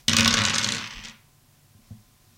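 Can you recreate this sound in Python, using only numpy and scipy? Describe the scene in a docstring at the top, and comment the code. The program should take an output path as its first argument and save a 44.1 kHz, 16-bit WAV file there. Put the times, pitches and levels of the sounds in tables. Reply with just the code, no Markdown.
"""A handful of dice is thrown on a laminated table in a small room, heard from close by.
Short noise bursts make the bounces, knocks and ever softer tumbling; dense ticks make a final whirr.
Dying sine waves make the tabletop ring and boom. Later a hand bumps the table three times.
Air noise, faint ventilation tones, rustling sleeves and a deep rumble lie underneath.
The hardest clacks overload the recorder."""
import sys
import numpy as np
from scipy import signal
from scipy.fft import rfft, irfft
from scipy.io import wavfile

SR = 44100
rng = np.random.default_rng(int(sys.argv[2]) if len(sys.argv) > 2 else 0)


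def dump_mix(stems):
    """Bounce the given channels to the path in sys.argv[1] as a 16-bit WAV at rate SR."""
    frames = np.atleast_2d(stems).T  # one column per channel
    limited = np.clip(frames, -1, 1)  # hard clip at full scale
    pcm = np.round(limited * 32767).astype(np.int16)
    wavfile.write(sys.argv[1], SR, pcm)


N = 104913  # length in samples


def amp(db):
    """Turns decibels into gain."""
    return 10 ** (np.asarray(db) / 20)


def unit(x):
    """Scales a sound to an energy of one."""
    return x / np.sqrt(np.sum(x ** 2, -1, keepdims=True) + 1e-20)


def read(points, hz):
    """Reads a table of (frequency, value) between its points, on a log-frequency axis."""
    f, value = np.transpose(points)
    return np.interp(np.log(hz + 1), np.log(f + 1), value)


def add(mix, s, sound):
    """Mixes a sound in, starting at s seconds."""
    part = mix[max(round(s * SR), 0):][:len(sound)]
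    part += sound[:len(part)]


def tint(x, db_of):
    """Filters a sound by a gain in dB that depends on frequency."""
    hz = np.fft.rfftfreq(x.shape[-1], 1 / SR)
    return irfft(rfft(x) * amp(db_of(hz)), x.shape[-1])


def steady(x, colour):
    """Gives a noise its colour and an rms of one."""
    return np.sqrt(N) * unit(tint(x, lambda f: read(colour, f)))


def fader(curve):
    """Gain over time from a level curve, silent outside it."""
    times, levels = np.transpose(curve)
    return amp(np.interp(np.arange(N) / SR, times, levels, left=-np.inf, right=-np.inf))


def bands(x, centres):
    """Splits a sound into overlapping bands that sum to the whole."""
    hz = np.fft.rfftfreq(len(x), 1 / SR)
    gains = np.array([np.interp(hz, centres, row) for row in np.eye(len(centres))])
    return irfft(rfft(x) * gains, len(x))


def modes(table, weights, size=22000):
    """Dying sines, one for each way the board can vibrate, each struck with its own weight."""
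    t = np.arange(size) / SR
    return sum(weight * amp(db - 60 * t / t60) * np.sin(2 * np.pi * hz * t)
               for (hz, db, t60), weight in zip(table, weights))


# colour of the room air: (frequency [Hz], relative level per Hz [dB])
AIR_COLOUR = [(20, -12.5), (35, -13), (50, -16), (64, -15.5), (98, -1.5), (148, -6.5), (175, -17),
              (219, -10.5), (300, -16.5), (465, -23.5), (1010, -23), (2000, -26), (5500, -26), (15500, -28)]
# ventilation tones: (frequency [Hz], rms level [dB])
VENTILATION = [(145, -69), (587, -83.5), (737.5, -79.5), (1034, -79.5)]
# level of the sleeves as the arms move: (time [s], level [dB])
SLEEVE_LEVEL = [(0, -55.5), (.06, -73), (1.45, -85.5), (1.55, -69), (1.65, -80), (1.8, -73), (1.87, -64.5),
                (2.0, -70), (2.18, -73), (2.3, -67.5), (2.38, -66)]
# colour of the sleeves: (frequency [Hz], relative level [dB])
SLEEVE_COLOUR = [(200, -4.5), (1000, -5.5), (2500, -3), (5500, 1), (9000, -8), (16000, -13.5)]
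# level of a deep rumble under the movements: (time [s], level [dB])
RUMBLE_LEVEL = [(0, -62), (.2, -48), (.5, -53), (.88, -67), (.98, -47), (1.05, -52), (1.15, -67),
                (1.6, -85), (1.85, -65), (1.98, -60), (2.15, -65), (2.38, -73)]
# colour of the rumble: (frequency [Hz], relative level [dB])
RUMBLE_COLOUR = [(10, -37), (22, -14.5), (35, 2), (50, -13.5), (80, -35.5), (200, -79.5)]
AIR_DB = -59  # rms level


def background():
    """Coloured noises for air, sleeves and rumble, plus sine tones whose phase wanders at random."""
    t = np.arange(N) / SR
    air = amp(AIR_DB) * steady(rng.standard_normal(N), AIR_COLOUR)
    hum = np.zeros(N)
    for hz, db in VENTILATION:
        wander = 0.017 * np.cumsum(rng.standard_normal(N))  # radians
        hum += amp(db) * np.sqrt(2) * np.sin(2 * np.pi * hz * t + wander)
    sleeves = fader(SLEEVE_LEVEL) * steady(rng.standard_normal(N), SLEEVE_COLOUR)
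    rumble = fader(RUMBLE_LEVEL) * steady(rng.standard_normal(N), RUMBLE_COLOUR)
    return air + hum + sleeves + rumble


# how fast each pitch in a clack dies: (frequency [Hz], time to fall 60 dB [s])
CLACK_T60 = [(500, 0.059), (2000, 0.032), (4000, 0.024), (8000, .012), (16000, .008)]
ATTACK_S, HOLD_S = 0.00041, 0.002  # rise time; time before the decay starts
LAG_S = 0.0013  # lag of 1 kHz bending waves, before all bands are moved a third of it earlier


def clack(colour, size=2048):
    """A hard corner strikes: a dense, short ring whose treble arrives and dies first."""
    centres = np.array([400, 900, 1500, 2300, 3300, 4500, 6000, 8000, 11000, 16000.])
    hz = centres[:, None]
    lag = LAG_S * (1000 / hz) ** .5 - LAG_S / 3
    t = np.maximum(np.arange(size) / SR - lag, 0)
    decay = amp(-60 * np.maximum(t - HOLD_S, 0) / read(CLACK_T60, hz))
    shape = np.minimum(t / ATTACK_S, 1) * decay
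    parts = unit(bands(rng.standard_normal(size), centres) * shape)
    band_gain = np.sqrt(np.gradient(centres) / (SR / 4))  # wider bands carry more energy
    burst = band_gain @ parts
    return tint(np.pad(burst, size // 8), colour)[size // 8:]


# basic colour of a clack: (frequency [Hz], gain [dB])
CLACK_COLOUR = [(300, -16), (700, -18), (1100, -8.5), (1600, -4), (2400, -1.5), (3600, 3), (4700, 0.5),
                (6000, 2), (7200, -4.5), (8500, -10), (10500, -22.5), (12000, -31), (16000, -42.5)]
FACE_DB = 2.5  # spread of colour from one contact to the next


def bounce(tilt_db):
    """Die on tabletop: a harder contact is brighter, and each contact has its own colour."""
    own = np.transpose([np.geomspace(700, 12000, 12), FACE_DB * rng.standard_normal(12)])

    def colour(f):
        octaves = np.log2(np.clip(f, 1100, 8500) / 4500)
        return read(CLACK_COLOUR, f) + read(own, f) + tilt_db * octaves
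    return clack(colour)


# dice hitting the table:
# (time [s], relative level [dB], brightness [dB per octave], push into the tabletop [dB])
HITS = [(0.081, -10.5, 0, -10.5), (0.0941, -11.5, 2, -11.5), (0.1141, -18.5, -6, -12),
        (.1320, -8.5, -2.5, -12), (0.1455, -26, -5.5, -10), (0.1659, -6, 1.5, -25), (0.1846, -5, -1, -12),
        (.1940, -9, -3, -10), (0.2069, -8, -1, -15), (0.2154, -37, -4, -16), (0.2295, -16.5, 0, -14),
        (0.2458, -10.5, -1.5, -14), (.2570, -8, -4.5, -20), (0.277, -7.5, -1.5, -10),
        (0.3065, -15.5, -3, -24), (0.3105, -17, -6.5, -39), (0.3278, -17.5, -4, -18),
        (0.3389, -10, -4, -22), (0.343, -16, 0, -15), (0.3699, -13.5, -4, -15), (0.3793, -15, -6, -24),
        (0.3878, -14.5, -3.5, -17), (0.3982, -21, -6.5, -15.5), (0.4071, -18.5, -4.5, -18),
        (0.4173, -14, -4.5, -17), (.4367, -17.5, 0, -32), (0.4407, -19, -6.5, -18),
        (0.4511, -9.5, 0.5, -22), (0.463, -20.5, 4, -33), (.4730, -16, -6, -18.5),
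        (0.4828, -16.5, -3.5, -19), (0.4965, -16.5, 0, -17), (0.5023, -17, -6, -16), (0.5332, -21, -7, -21),
        (.5392, -17.5, -3.5, -23), (0.5535, -19.5, 6.5, -28), (.5587, -17, -5, -19),
        (.5820, -11.5, 4, -18.5), (0.5927, -18, -5, -36), (0.6131, -22, -2, -27), (0.6285, -21.5, 0, -20),
        (0.6345, -19, 2, -21.5), (0.6437, -12, 3.5, -25.5), (0.6628, -25.5, -9, -19.5),
        (0.6728, -21.5, 6, -24), (0.6877, -13.5, -1, -21), (0.705, -25, 4, -18.5), (.7208, -15.5, 4.5, -22),
        (0.7358, -22, -2.5, -25), (0.747, -20, 0, -20), (0.7533, -24, -3.5, -19),
        (0.7659, -23.5, -4, -27.5), (0.7811, -24.5, -4, -23.5), (0.7947, -34.5, -9, -23.5),
        (.8110, -30, -6.5, -33), (.8220, -30.5, -5, -25.5), (.8405, -30, -7, -26.5), (0.8583, -35, -5, -40),
        (.8730, -30, -3, -57), (.9080, -32, -4, -45), (0.9341, -36, -4, -33.5), (0.967, -57, -7, -31),
        (0.991, -40.5, -7, -30), (1.038, -34.5, -1, -42), (1.0480, -31, 0, -35), (1.0540, -30.5, 0, -39),
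        (1.0705, -35.5, -6, -45), (1.0833, -35.5, 3, -42.5), (1.0964, -37, 0, -40)]
# tabletop vibrations that vary with where a die lands:
# (frequency [Hz], relative level [dB], time to fall 60 dB [s])
RING = [(228, -1.5, 0.33), (323, -8.5, .3), (452, -2, 0.16), (549, -1, 0.27), (576, -4, 0.26),
        (1100, -7, .2), (1250, -4.5, 0.26), (1482, 2.5, 0.15), (2197, -3.5, .2), (2423, -2, 0.3),
        (2830, 2, .15), (2960, -0.5, 0.14), (3400, -0.5, .15), (3370, -1.5, .15)]
# middle level of the small ticks of tumbling edges: (time [s], relative level [dB])
TUMBLE = [(.085, -31), (.2, -28), (.4, -30.5), (.6, -33), (0.779, -34.5), (.88, -47)]
CLACK_DB, RING_DB = 16.5, -30  # gains added to the relative levels
TICKS_PER_S, TICK_SPREAD_DB = 110, 3.5
TICK_TILT_DB, TICK_PUSH_DB = -5.1, -2.5  # brightness per octave; push relative to the tick


def dice():
    """Bounces and tumbling ticks: returns the clatter and the pushes given to the table."""
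    clatter, push = np.zeros(N), np.zeros(N)
    for s, db, tilt_db, push_db in HITS:
        add(clatter, s, amp(db + CLACK_DB) * bounce(tilt_db))
        ring = modes(RING, rng.standard_normal(len(RING)), size=16000)
        add(clatter, s, amp(db + RING_DB) * ring)
        add(push, s, amp([push_db]))
    times, levels = np.transpose(TUMBLE)
    places, strengths = rng.random(size=200), rng.standard_normal(size=200)
    for k, (place, strength) in enumerate(zip(places, strengths)):
        s = times[0] + (k + place) / TICKS_PER_S  # one tick at a random place in each slot
        if s < times[-1]:
            db = np.interp(s, times, levels) + TICK_SPREAD_DB * strength
            add(clatter, s, amp(db + CLACK_DB) * bounce(TICK_TILT_DB))
            add(push, s, amp([db + TICK_PUSH_DB]))
    return clatter, push


# low vibrations of the tabletop: (frequency [Hz], relative level [dB], time to fall 60 dB [s])
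BOOM = [(101.2, -10.5, .22), (112, -8.5, 0.28), (142, -13.5, .1), (161, -13, 0.19), (207.3, -9.5, 0.38),
        (226.5, -5.5, 0.27), (453, -23.5, .15)]
BOOM_DB, BOARD_HZ = -11, 86.7  # gain; the board radiates little below this frequency


def tabletop(push):
    """The board booms under every push, but radiates little deep bass."""
    boom = signal.fftconvolve(push, modes(BOOM, np.ones(len(BOOM))))[:N]
    bass_cut = signal.butter(4, BOARD_HZ, "high", fs=SR, output="sos")
    return amp(BOOM_DB) * signal.sosfilt(bass_cut, boom)


# how long the room's tail lasts: (frequency [Hz], time to fall 60 dB [s])
ROOM_T60 = [(200, 1.24), (1400, 0.38), (3700, 0.41), (8000, 0.06), (15000, 0.54)]
# colour of the room's echo: (frequency [Hz], gain [dB])
ROOM_COLOUR = [(200, -35.5), (1000, 0.5), (2500, -3), (5000, -7.5), (8000, -1), (15000, 5.5)]
ROOM_DB, ROOM_GAP_S = -2, 0.006  # tail gain; silence before any echo
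EARLY_DB, EARLY_T60 = -14, 0.067  # quick reflections: gain; seconds to fall 60 dB


def room(x, size=24000):
    """Quick reflections from nearby things and a diffuse tail, both made of dying noise."""
    centres, t = np.geomspace(200, 15000, 8), np.arange(size) / SR
    decay = amp(-60 * t / read(ROOM_T60, centres[:, None]))
    tail = unit((bands(rng.standard_normal(size), centres) * decay).sum(0))
    early = unit(rng.standard_normal(size) * amp(-60 * t / EARLY_T60))
    echo = amp(ROOM_DB) * tail + amp(EARLY_DB) * early
    delayed = np.pad(echo, (round(ROOM_GAP_S * SR), 0))
    return signal.fftconvolve(x, tint(delayed, lambda f: read(ROOM_COLOUR, f)))[:N]


# dice knocking together: (time [s], relative level [dB], pitch of the crack [Hz])
KNOCKS = [(0.082, -2, 3320), (.1203, -21, 6000), (0.1307, -16.5, 5940), (0.327, -14.5, 5730),
          (.3392, -10, 5800), (0.5437, -11.5, 5700), (0.583, -14.5, 4600), (0.6284, -21, 5900),
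          (.6449, -17, 4340)]
KNOCK_DB, KNOCK_WIDTH = 17.5, 0.33  # gain; width of the peak in octaves
KNOCK_SKIRT_DB, KNOCK_BASS_DB = -10, -21.5  # cut away from the peak; extra cut below it


def knocks():
    """Die on die: a crack gathered round one pitch, with little body."""
    out = np.zeros(N)
    for s, db, hz in KNOCKS:
        def colour(f):
            octaves = np.log2((f + 1) / hz)
            peak = np.exp(-(octaves / KNOCK_WIDTH) ** 2 / 2)
            skirt = KNOCK_SKIRT_DB * (1 - peak)
            bass = KNOCK_BASS_DB * np.clip(-octaves - KNOCK_WIDTH, 0, 1)
            return read(CLACK_COLOUR, f) + skirt + bass
        add(out, s, amp(db + KNOCK_DB) * clack(colour))
    return out


# colour of a die spinning on its edges: (frequency [Hz], relative level [dB])
SPIN_COLOUR = [(400, -25), (900, -7), (1500, -6), (2100, 2), (3100, 2.5), (3700, -5), (4600, -5.5),
               (5300, -3), (6300, -5.5), (6900, -28), (7700, -9), (8500, -39), (14000, -44)]
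# level of that whirr: (time [s], level [dB])
SPIN_LEVEL = [(0.502, -38.5), (.78, -40), (.86, -41.5), (.89, -50), (0.911, -42.5), (.95, -45),
              (.99, -40.5), (1.02, -49), (1.045, -41), (1.09, -44.5), (1.12, -56)]
SPIN_TICKS_PER_S, SPIN_SPREAD_DB = 900, 3  # average rate; spread of tick strength


def spin():
    """The last dice spin down: edge contacts so dense that they merge into a whirr."""
    happens = rng.random(N) < SPIN_TICKS_PER_S / SR
    strength = rng.choice([-1, 1], N) * amp(SPIN_SPREAD_DB * rng.standard_normal(N))
    return steady(happens * strength, SPIN_COLOUR) * fader(SPIN_LEVEL)


# the hand bumps the table: (time [s], relative level [dB], contact time [s])
BUMPS = [(1.747, -28, 0.0064), (1.789, -39.5, 0.0017), (1.9061, -15, 0.0058)]


def hand():
    """Soft, slow pushes that reach only the lowest vibrations of the board."""
    push = np.zeros(N)
    for s, db, contact_s in BUMPS:
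        pulse = np.sin(np.pi * np.arange(0, 1, 1 / (contact_s * SR))) ** 2
        add(push, s, amp(db) * pulse / pulse.sum())
    return push


PAT_DB, PAT_HZ = -15.5, 397  # gain; centre pitch
PAT_WIDTH, PAT_T60 = 0.55, 0.2  # octaves from the centre to 3 dB down; seconds to fall 60 dB


def pats(size=8192):
    """The dull pat of skin on the board with each bump: a dying puff of noise round one pitch."""
    def colour(f):
        octaves = np.log2((f + 1) / PAT_HZ)
        return -np.minimum(3 * (octaves / PAT_WIDTH) ** 2, 45)
    out, t = np.zeros(N), np.arange(size) / SR
    for s, db, _ in BUMPS:
        puff = tint(rng.standard_normal(size), colour)
        add(out, s, amp(db + PAT_DB) * unit(puff * amp(-60 * t / PAT_T60)))
    return out


def scene():
    """Dice, table, hand and room, the same in both channels."""
    floor = background()
    clatter, push = dice()
    clatter = clatter + knocks() + spin()
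    mono = floor + clatter + room(clatter) + tabletop(push + hand()) + pats()
    return np.array([mono, mono])


CEILING, KNEE = 0.38, 8  # largest amplitude before the band limit; a higher knee bends more sharply
EDGE_HZ = 16000  # top of the band


def record(dry):
    """Soft overload rounds off the peaks, then a low-pass filter removes the highest treble."""
    limited = dry / (1 + abs(dry / CEILING) ** KNEE) ** (1 / KNEE)
    low_pass = signal.firwin(401, EDGE_HZ, window=("kaiser", 9), fs=SR)
    return signal.oaconvolve(limited, low_pass[None], "same")


dry = scene()
out = record(dry)
dump_mix(out)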